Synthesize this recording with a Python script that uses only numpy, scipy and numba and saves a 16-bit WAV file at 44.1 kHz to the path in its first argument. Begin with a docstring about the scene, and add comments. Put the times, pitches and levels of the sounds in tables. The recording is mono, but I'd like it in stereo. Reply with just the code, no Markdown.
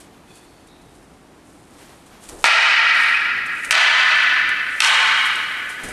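"""Two people in cotton jackets spar with wooden staffs on the mats of a large wood-panelled hall.
First, over the hush of the ventilation, cloth rustles and bare feet slide and faintly squeak.
Then feet thud and sleeves snap before each of three hard clacks, which ring the staffs and fill the hall.
A limiter (an automatic volume control) holds each echo level for a moment before it is heard to fade.
Last come more shuffling, snaps of cloth and one more footfall."""
import sys
import numpy as np
from scipy import signal
from scipy.fft import rfft, irfft
from scipy.io import wavfile
from scipy.ndimage import uniform_filter1d
from numba import njit

SR = 44100
rng = np.random.default_rng(int(sys.argv[2]) if len(sys.argv) > 2 else 0)


def master_out(mix):
    """Clip the mix to full scale and print it as 16-bit PCM to the path in sys.argv[1]."""
    frames = np.transpose(np.atleast_2d(mix))
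    ceiling = np.clip(frames, -1, 1)
    pcm = np.round(ceiling * 32767).astype(np.int16)
    wavfile.write(sys.argv[1], SR, pcm)


N = 261072
TIME = np.arange(N) / SR

# Staff hits staff. A "fade" or "t60" is the time a sound takes to drop by 60 dB.
# (time [s], level [dB], direct sound [dB], crack [dB], extra crack in the direct sound [dB],
#  echo build-up [s], knock [dB], scrape [dB], scrape rise [s], scrape fade [s], swing rustle [dB])
BLOWS = [(2.4417, 3, 20.5, -13, 3.5, 0.022, -9, -10.5, 0.02, 0.086, -44),
         (3.7089, 2, 10.5, -14, 18.5, 0.13, -37, -15.5, 0.013, 0.085, -42),
         (4.8040, -5.5, 9.5, -7.5, 17.5, 0.081, -14.5, -13.5, 0.044, 0.34, -43.5)]


def clacks():
    """Each blow rings, cracks and knocks; it arrives straight, off near surfaces and as the hall's echo."""
    # sharp crack where the staffs meet: (frequency [Hz], level [dB])
    crack_colour = [(120, -36), (250, -33), (400, -15), (550, -4), (800, -2.5), (2500, 11), (5000, 1.5),
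                    (6500, -2), (8500, -2.5), (10500, -9.5), (13000, -18)]
    # dull knock of the shafts being pushed aside: (frequency [Hz], level [dB])
    knock_colour = [(150, -37.5), (330, -22), (480, -7.5), (680, 4.5), (900, 6.5), (1300, -14), (2500, -36),
                    (6000, -58)]
    out = np.zeros((2, N))
    for blow, row in enumerate(BLOWS):
        start, db, direct_db, crack_db, facing_db, build_s, knock_db, *scrape_shape, _ = row
        ring = staff_ring(blow)
        crack = undb(crack_db) * click(crack_colour)
        knock = undb(knock_db) * click(knock_colour)
        rough_crack = signal.fftconvolve(crack, chatter())[:len(ring)]
        # crack and knock travel in a beam, so the straight path carries more of them
        near = ring + knock + undb(facing_db) * rough_crack
        add(out, undb(db + direct_db) * signal.fftconvolve(near[None], first_paths()), start)
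        for part in (ring, crack + undb(-12) * knock):
            add(out, undb(db) * signal.fftconvolve(part[None], hall(build_s)), start)
        out += undb(db) * scrape(start, *scrape_shape)
    return out


def staff_ring(blow, low_cut_hz=600, size=4096):
    """Struck staffs bend to and fro until the hands calm them; a thin staff gives off little bass."""
    # bending tones of the two staffs; where they are hit sets how strong each one is:
    # (frequency [Hz], fade [s], first blow [dB], second blow [dB], third blow [dB])
    tones = [(628, 0.039, -14, -12.5, -65), (824, 0.013, -14, -47, -11.5), (901.3, 0.086, -3.5, -22, -3.5),
             (1062, 0.041, -21, -13, -3), (1208, 0.0067, -14.5, -15.5, -2.5),
             (1315, 0.0087, -3.5, -8.5, -2.5), (1441.5, 0.034, -4.5, -8.5, -1.5),
             (1487, 0.021, -14, -2.5, -1.5), (1671, 0.018, -4.5, -6.5, -6.5), (1772, 0.049, -11, 0.5, -6),
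             (1845, 0.081, 0, -7, -10), (1998, 0.026, -3, -2.5, -6), (2185, 0.07, -4.5, -7, -3.5),
             (2315, 0.023, -3, -5.5, -5.5), (2504, 0.055, 0, -8.5, -8.5), (2590, 0.03, -5, -5.5, -11.5),
             (2842, 0.068, -4.5, -6.5, -3.5), (2945, 0.037, -7.5, -7, -3.5), (3147, 0.041, -9, -5.5, -4),
             (3240, 0.029, -14.5, -11, -6.5), (3574, 0.011, -11, -10, -16), (3598, 0.038, -9, -9.5, -11),
             (3790, 0.029, -14, -13.5, -11), (4140, 0.024, -13, -13.5, -13.5),
             (4420, 0.012, -16, -16.5, -23), (4830, 0.011, -19.5, -20, -44), (5190, 0.017, -17, -22.5, -31),
             (5780, 0.0023, -26.5, -25, -37)]
    t = np.arange(size) / SR
    ring = sum((-1) ** k * undb(drive_db[blow]) / t60 * fade(t, t60) * np.sin(2 * np.pi * hz * t)
               for k, (hz, t60, *drive_db) in enumerate(tones))
    ring = signal.sosfilt(signal.butter(3, low_cut_hz, "high", fs=SR, output="sos"), ring)
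    return ring / np.linalg.norm(ring)


def chatter(size=1024):
    """Wood meets wood: one sharp contact, then a few milliseconds of grinding."""
    force = .2 * rng.standard_normal(size) * fade(np.arange(size) / SR, t60=.018)
    force[0] = 1
    return force / np.linalg.norm(force)


def scrape(start, db, rise, t60, judder_db=3):
    """After the blow one staff judders briefly along the other."""
    # wood grating on wood: (frequency [Hz], level [dB])
    colour = [(200, -48), (600, -28), (1500, -2), (3000, -2), (5000, 3), (7000, -1.5), (9000, -2.5),
              (11000, -12.5), (13000, -29)]
    loudness = undb(db + judder_db * wander(300)) * burst(start, rise, t60)
    return loudness * narrow(noise(colour), side_db=-10)


def first_paths(spread_db=-0.5, dull_hz=5000, size=4096):
    """The straight path, then the first bounces, each duller and leaning a little left or right."""
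    # bounces off floor, walls and ceiling: (delay [s], level against the straight path [dB])
    bounces = [(.0022, -3), (.0042, -11.5), (0.0168, 0), (0.02, -20), (0.043, 0.5), (.045, -13), (0.07, -3)]
    paths = np.zeros((2, size))
    for delay, db in bounces:
        lean_db = spread_db * rng.standard_normal() * np.array([[1], [-1]])
        add(paths, undb(db + lean_db), delay)
    paths = signal.sosfilt(signal.butter(2, dull_hz, fs=SR, output="sos"), paths)
    paths[:, 0] = 1  # the straight path
    return paths


def hall(build_s, cluster_db=0.86, size=131072, bands=18):
    """The hall's echo builds up, then dies fastest in the treble, which the air soaks up."""
    # how long the hall rings: (frequency [Hz], fade [s])
    echo_times = [(200, 1.87), (700, 1.29), (1100, 1.75), (1600, 2.794), (2300, 2.31), (3200, 1.7),
                  (5000, 1.63), (8000, 1.12), (13000, 0.53)]
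    t = np.arange(size) / SR
    hz, spectrum = all_round(size)
    centres = np.geomspace(200, 13000, bands)
    tail = 0
    for centre, share in zip(centres, np.eye(bands)):
        band = irfft(spectrum * look_up(hz, np.c_[centres, share]))
        tail = tail + band * fade(t, look_up(centre, echo_times))
    clusters = undb(cluster_db * wander(109.87)[:size])  # bounces arrive in bunches
    return tail * (1 - np.exp(-t / build_s)) * clusters


def feet(shuffle_db=-49, growth_db_per_s=2, uneven_db=1.6):
    """Heels thud and the springy floor booms; soles slide, shuffle and squeak on the mats."""
    # bare feet landing: (time [s], level [dB], rise [s], fade [s], boom against thud [dB])
    steps = [(2.268, -38, 0.055, 0.96, -19), (3.29, -54.5, 0.053, 0.82, 9), (3.655, -42, 0.039, 0.18, -8),
             (4.42, -49, 0.025, 0.54, 3.5), (5.825, -35, 0.023, 0.99, -3)]
    # soles sliding: (time [s], level [dB], rise [s], fade [s])
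    slides = [(0, -52, 0.0083, 3.9), (1.68, -46.5, .14, 1.3), (2.06, -47.5, 0.057, 2)]
    # skin squeaking: (time [s], frequency [Hz], width [Hz], level [dB], rise [s], fade [s])
    squeaks = [(.26, 2530, 200, -60, .05, 1.8), (.26, 3470, 240, -59, .05, 1.3),
               (.26, 4420, 280, -59.5, .05, 1.8), (.675, 3780, 400, -57, .012, 1.2)]
    # the tone of a rubbing sole, a heel and the floor: (frequency [Hz], level [dB])
    sole_colour = [(100, -16), (300, -7), (700, -6), (1500, -10.5), (3500, -15), (8000, -23.5)]
    thud_colour = [(15, -19), (28, 8), (45, -2), (80, -17), (160, -13), (400, -3.5), (800, -12),
                   (2000, -23), (6000, -65)]
    boom_colour = [(30, -20), (60, -1), (120, -8), (180, -2.5), (280, -5), (400, -7), (1000, -48)]
    # from the first blow on the feet keep shuffling, harder as the bout goes on
    bout_s = TIME - BLOWS[0][0]
    shuffle = (bout_s > 0) * undb(shuffle_db + growth_db_per_s * bout_s)
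    rubbing = np.sqrt(rub_power(slides) + shuffle ** 2)
    out = noise(sole_colour) * rubbing * undb(uneven_db * wander(25))
    thud, boom = noise(thud_colour), noise(boom_colour)
    for start, db, rise, t60, boom_db in steps:
        out += undb(db) * burst(start, rise, t60) * (thud + undb(boom_db) * boom)
    for start, centre, width, db, rise, t60 in squeaks:
        hz, spectrum = all_round(N)
        squeak = unit(irfft(spectrum / (1 + (2 * (hz - centre) / width) ** 2), N))
        out += undb(db) * squeak * burst(start, rise, t60)
    return out


def jackets(grain_db=1.76, fold_db=1.4, stir_db=-67, wind_up_s=0.24):
    """Heavy cotton rubs in folds and fine grains with each move, and snaps tight on the quick ones."""
    # sleeves and trouser legs snapping: (time [s], level [dB], rise [s], fade [s])
    snaps = [(.668, -52, .004, .08), (.813, -55, .002, .05), (2.061, -50.5, .002, 0.092),
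             (2.287, -33, 0.0036, 0.061), (3.455, -40.5, 0.014, 0.05), (3.645, -30.5, 0.0032, .05),
             (4.489, -35, 0.0015, 0.042), (5.24, -38, 0.017, 0.11), (5.355, -32, 0.0018, 0.03),
             (5.689, -40.5, 0.011, 0.18), (5.832, -34, .004, 0.25), (5.882, -38, 0.0059, 0.14)]
    # rubs as the two shift stance or draw back: (time [s], level [dB], rise [s], fade [s])
    moves = [(0, -43.5, 0.0027, 0.2), (.25, -52.5, 0.11, 1), (.8, -58.5, .17, 1.4), (1.4, -58.5, 0.1, 2.8),
             (1.67, -52.5, .14, 1.6), (2.2, -44, 0.039, 0.88), (2.86, -38, .17, 0.71),
             (5.3, -48.5, 0.085, 6.9)]
    # the tone of rubbing cotton: (frequency [Hz], level [dB])
    colour = [(300, -15), (1000, -2), (2500, 0), (5000, -0.5), (7000, 2.5), (9000, 5.5), (11000, -1),
              (13000, -10)]
    snapping = sum(undb(db) * burst(start, rise, t60) for start, db, rise, t60 in snaps)
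    # a swing's rustle swells before the blow, holds through the follow-through and settles
    swings = sum((undb(db) * burst(start - wind_up_s, wind_up_s, t60=1.6, hold=0.41)) ** 2
                 for start, *_, db in BLOWS)
    stir = undb(stir_db) ** 2  # the jackets are never quite still
    rubbing = np.sqrt(swings + rub_power(moves) + stir) * undb(fold_db * wander(70))
    cotton = narrow(noise(colour), side_db=-3)
    return cotton * (snapping + rubbing) * undb(grain_db * wander(600))


def hush(db=-47.5):
    """The ventilation and the hall itself make a soft, steady noise."""
    # mostly low rumble: (frequency [Hz], level [dB])
    colour = [(12, -55), (20, -15), (43, -7.5), (133, -9), (157, -6), (217, -6.5), (285, -3.5), (503, -13),
              (678, -13), (755, -12.5), (913, -15), (2490, -25), (7360, -34.5), (9140, -33.5), (13000, -41)]
    return undb(db) * noise(colour)


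def all_round(size):
    """Frequencies and spectrum of noise from all sides: both channels alike in bass, less so in treble."""
    # stereo width: (frequency [Hz], side against middle [dB])
    width = [(30, -20), (110, -12), (280, -15.5), (600, -18), (1200, -14), (2400, -9.5), (5000, -6.5),
             (11000, -4)]
    hz = np.arange(size // 2 + 1) * SR / size
    mid, side = rfft(rng.standard_normal((2, size)))
    side = side * undb(look_up(hz, width))
    return hz, np.array([mid + side, mid - side])


def noise(colour):
    """Stereo noise; its colour lists how strong each frequency is."""
    hz, spectrum = all_round(N)
    return unit(irfft(spectrum * undb(look_up(hz, colour)), N))


def click(colour, size=4096):
    """The shortest click with a given colour, of energy 1."""
    hz = np.arange(size // 2 + 1) * SR / size
    cepstrum = irfft(np.log(undb(look_up(hz, colour))))
    # folding the second half onto the first packs the energy at the start
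    cepstrum[1:size // 2] *= 2
    cepstrum[size // 2 + 1:] = 0
    pulse = irfft(np.exp(rfft(cepstrum)))
    return pulse / np.linalg.norm(pulse)


def narrow(x, side_db):
    """Pull a stereo sound towards the middle, where the two stand."""
    mid = x.mean(axis=0)
    return mid + undb(side_db) * (x - mid)


def rub_power(rubs):
    """Total power of overlapping rubs."""
    return sum((undb(db) * burst(start, rise, t60)) ** 2 for start, db, rise, t60 in rubs)


def burst(start, rise, t60, hold=0):
    """A loudness curve that rises evenly, may hold, then dies away."""
    return np.clip((TIME - start) / rise, 0, 1) * fade(np.maximum(TIME - start - rise - hold, 0), t60)


def fade(t, t60):
    """Die away, 60 dB down after t60 seconds."""
    return np.exp(-np.log(1000) * t / t60)


def wander(rate_hz):
    """A smooth random drift, about 1 in size."""
    step = int(SR / rate_hz)
    stairs = np.repeat(rng.standard_normal(N // step + 1), step)
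    return unit(uniform_filter1d(stairs, step)[:N])


def add(out, x, start):
    """Mix x into out from a given time."""
    i = int(round(start * SR))
    part = x[..., :out.shape[-1] - i]
    out[..., i:i + part.shape[-1]] += part


def look_up(hz, table):
    """Read between a table's (frequency, value) points, with octaves evenly spaced."""
    points, values = np.transpose(table)
    return np.interp(np.log(np.maximum(hz, 1)), np.log(points), values)


def undb(db):
    """Turn decibels into a multiplier."""
    return 10 ** (np.asarray(db) / 20)


def unit(x):
    """Scale to an average strength (rms) of 1."""
    return x / np.sqrt(np.mean(x ** 2))


@njit
def follow(x, attack, release):
    """Track the peaks of x, rising at one rate and falling at another."""
    out, level = np.empty(len(x)), 0.
    for i in range(len(x)):
        level += (x[i] - level) * (attack if x[i] > level else release)
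        out[i] = level
    return out


def scene():
    """Staffs, feet and cloth over the hush of the hall."""
    return clacks() + feet() + jackets() + hush()


def record(dry, ceiling_db=-6.5, knee=5, bass_hz=300, bass_share=0.45, balance_db=.5):
    """A limiter turns loud moments down, the bass less so; the first instant of each clack overloads it."""
    attack_s, release_s, look_ahead_s = .0006, .045, .00015
    overload, top_hz = .93, 12900
    peak = follow(np.abs(dry).max(axis=0), 1 / (attack_s * SR), 1 / (release_s * SR))
    peak = np.interp(TIME + look_ahead_s, TIME, peak)
    gain = (1 + (peak / undb(ceiling_db)) ** knee) ** (-1 / knee)
    bass = signal.sosfiltfilt(signal.butter(2, bass_hz, fs=SR, output="sos"), dry)
    treble = (dry - bass) * gain
    treble = treble / (1 + (treble / overload) ** 4) ** (1 / 4)  # round off peaks that slip through
    # keep the overload out of the deep bass
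    treble = signal.sosfilt(signal.butter(2, bass_hz / 2, "high", fs=SR, output="sos"), treble)
    held = (treble + bass * gain ** bass_share) * undb(balance_db * np.array([[.5], [-.5]]))
    return signal.sosfilt(signal.ellip(12, .1, 100, top_hz, fs=SR, output="sos"), held)


dry = scene()
out = record(dry)
master_out(out)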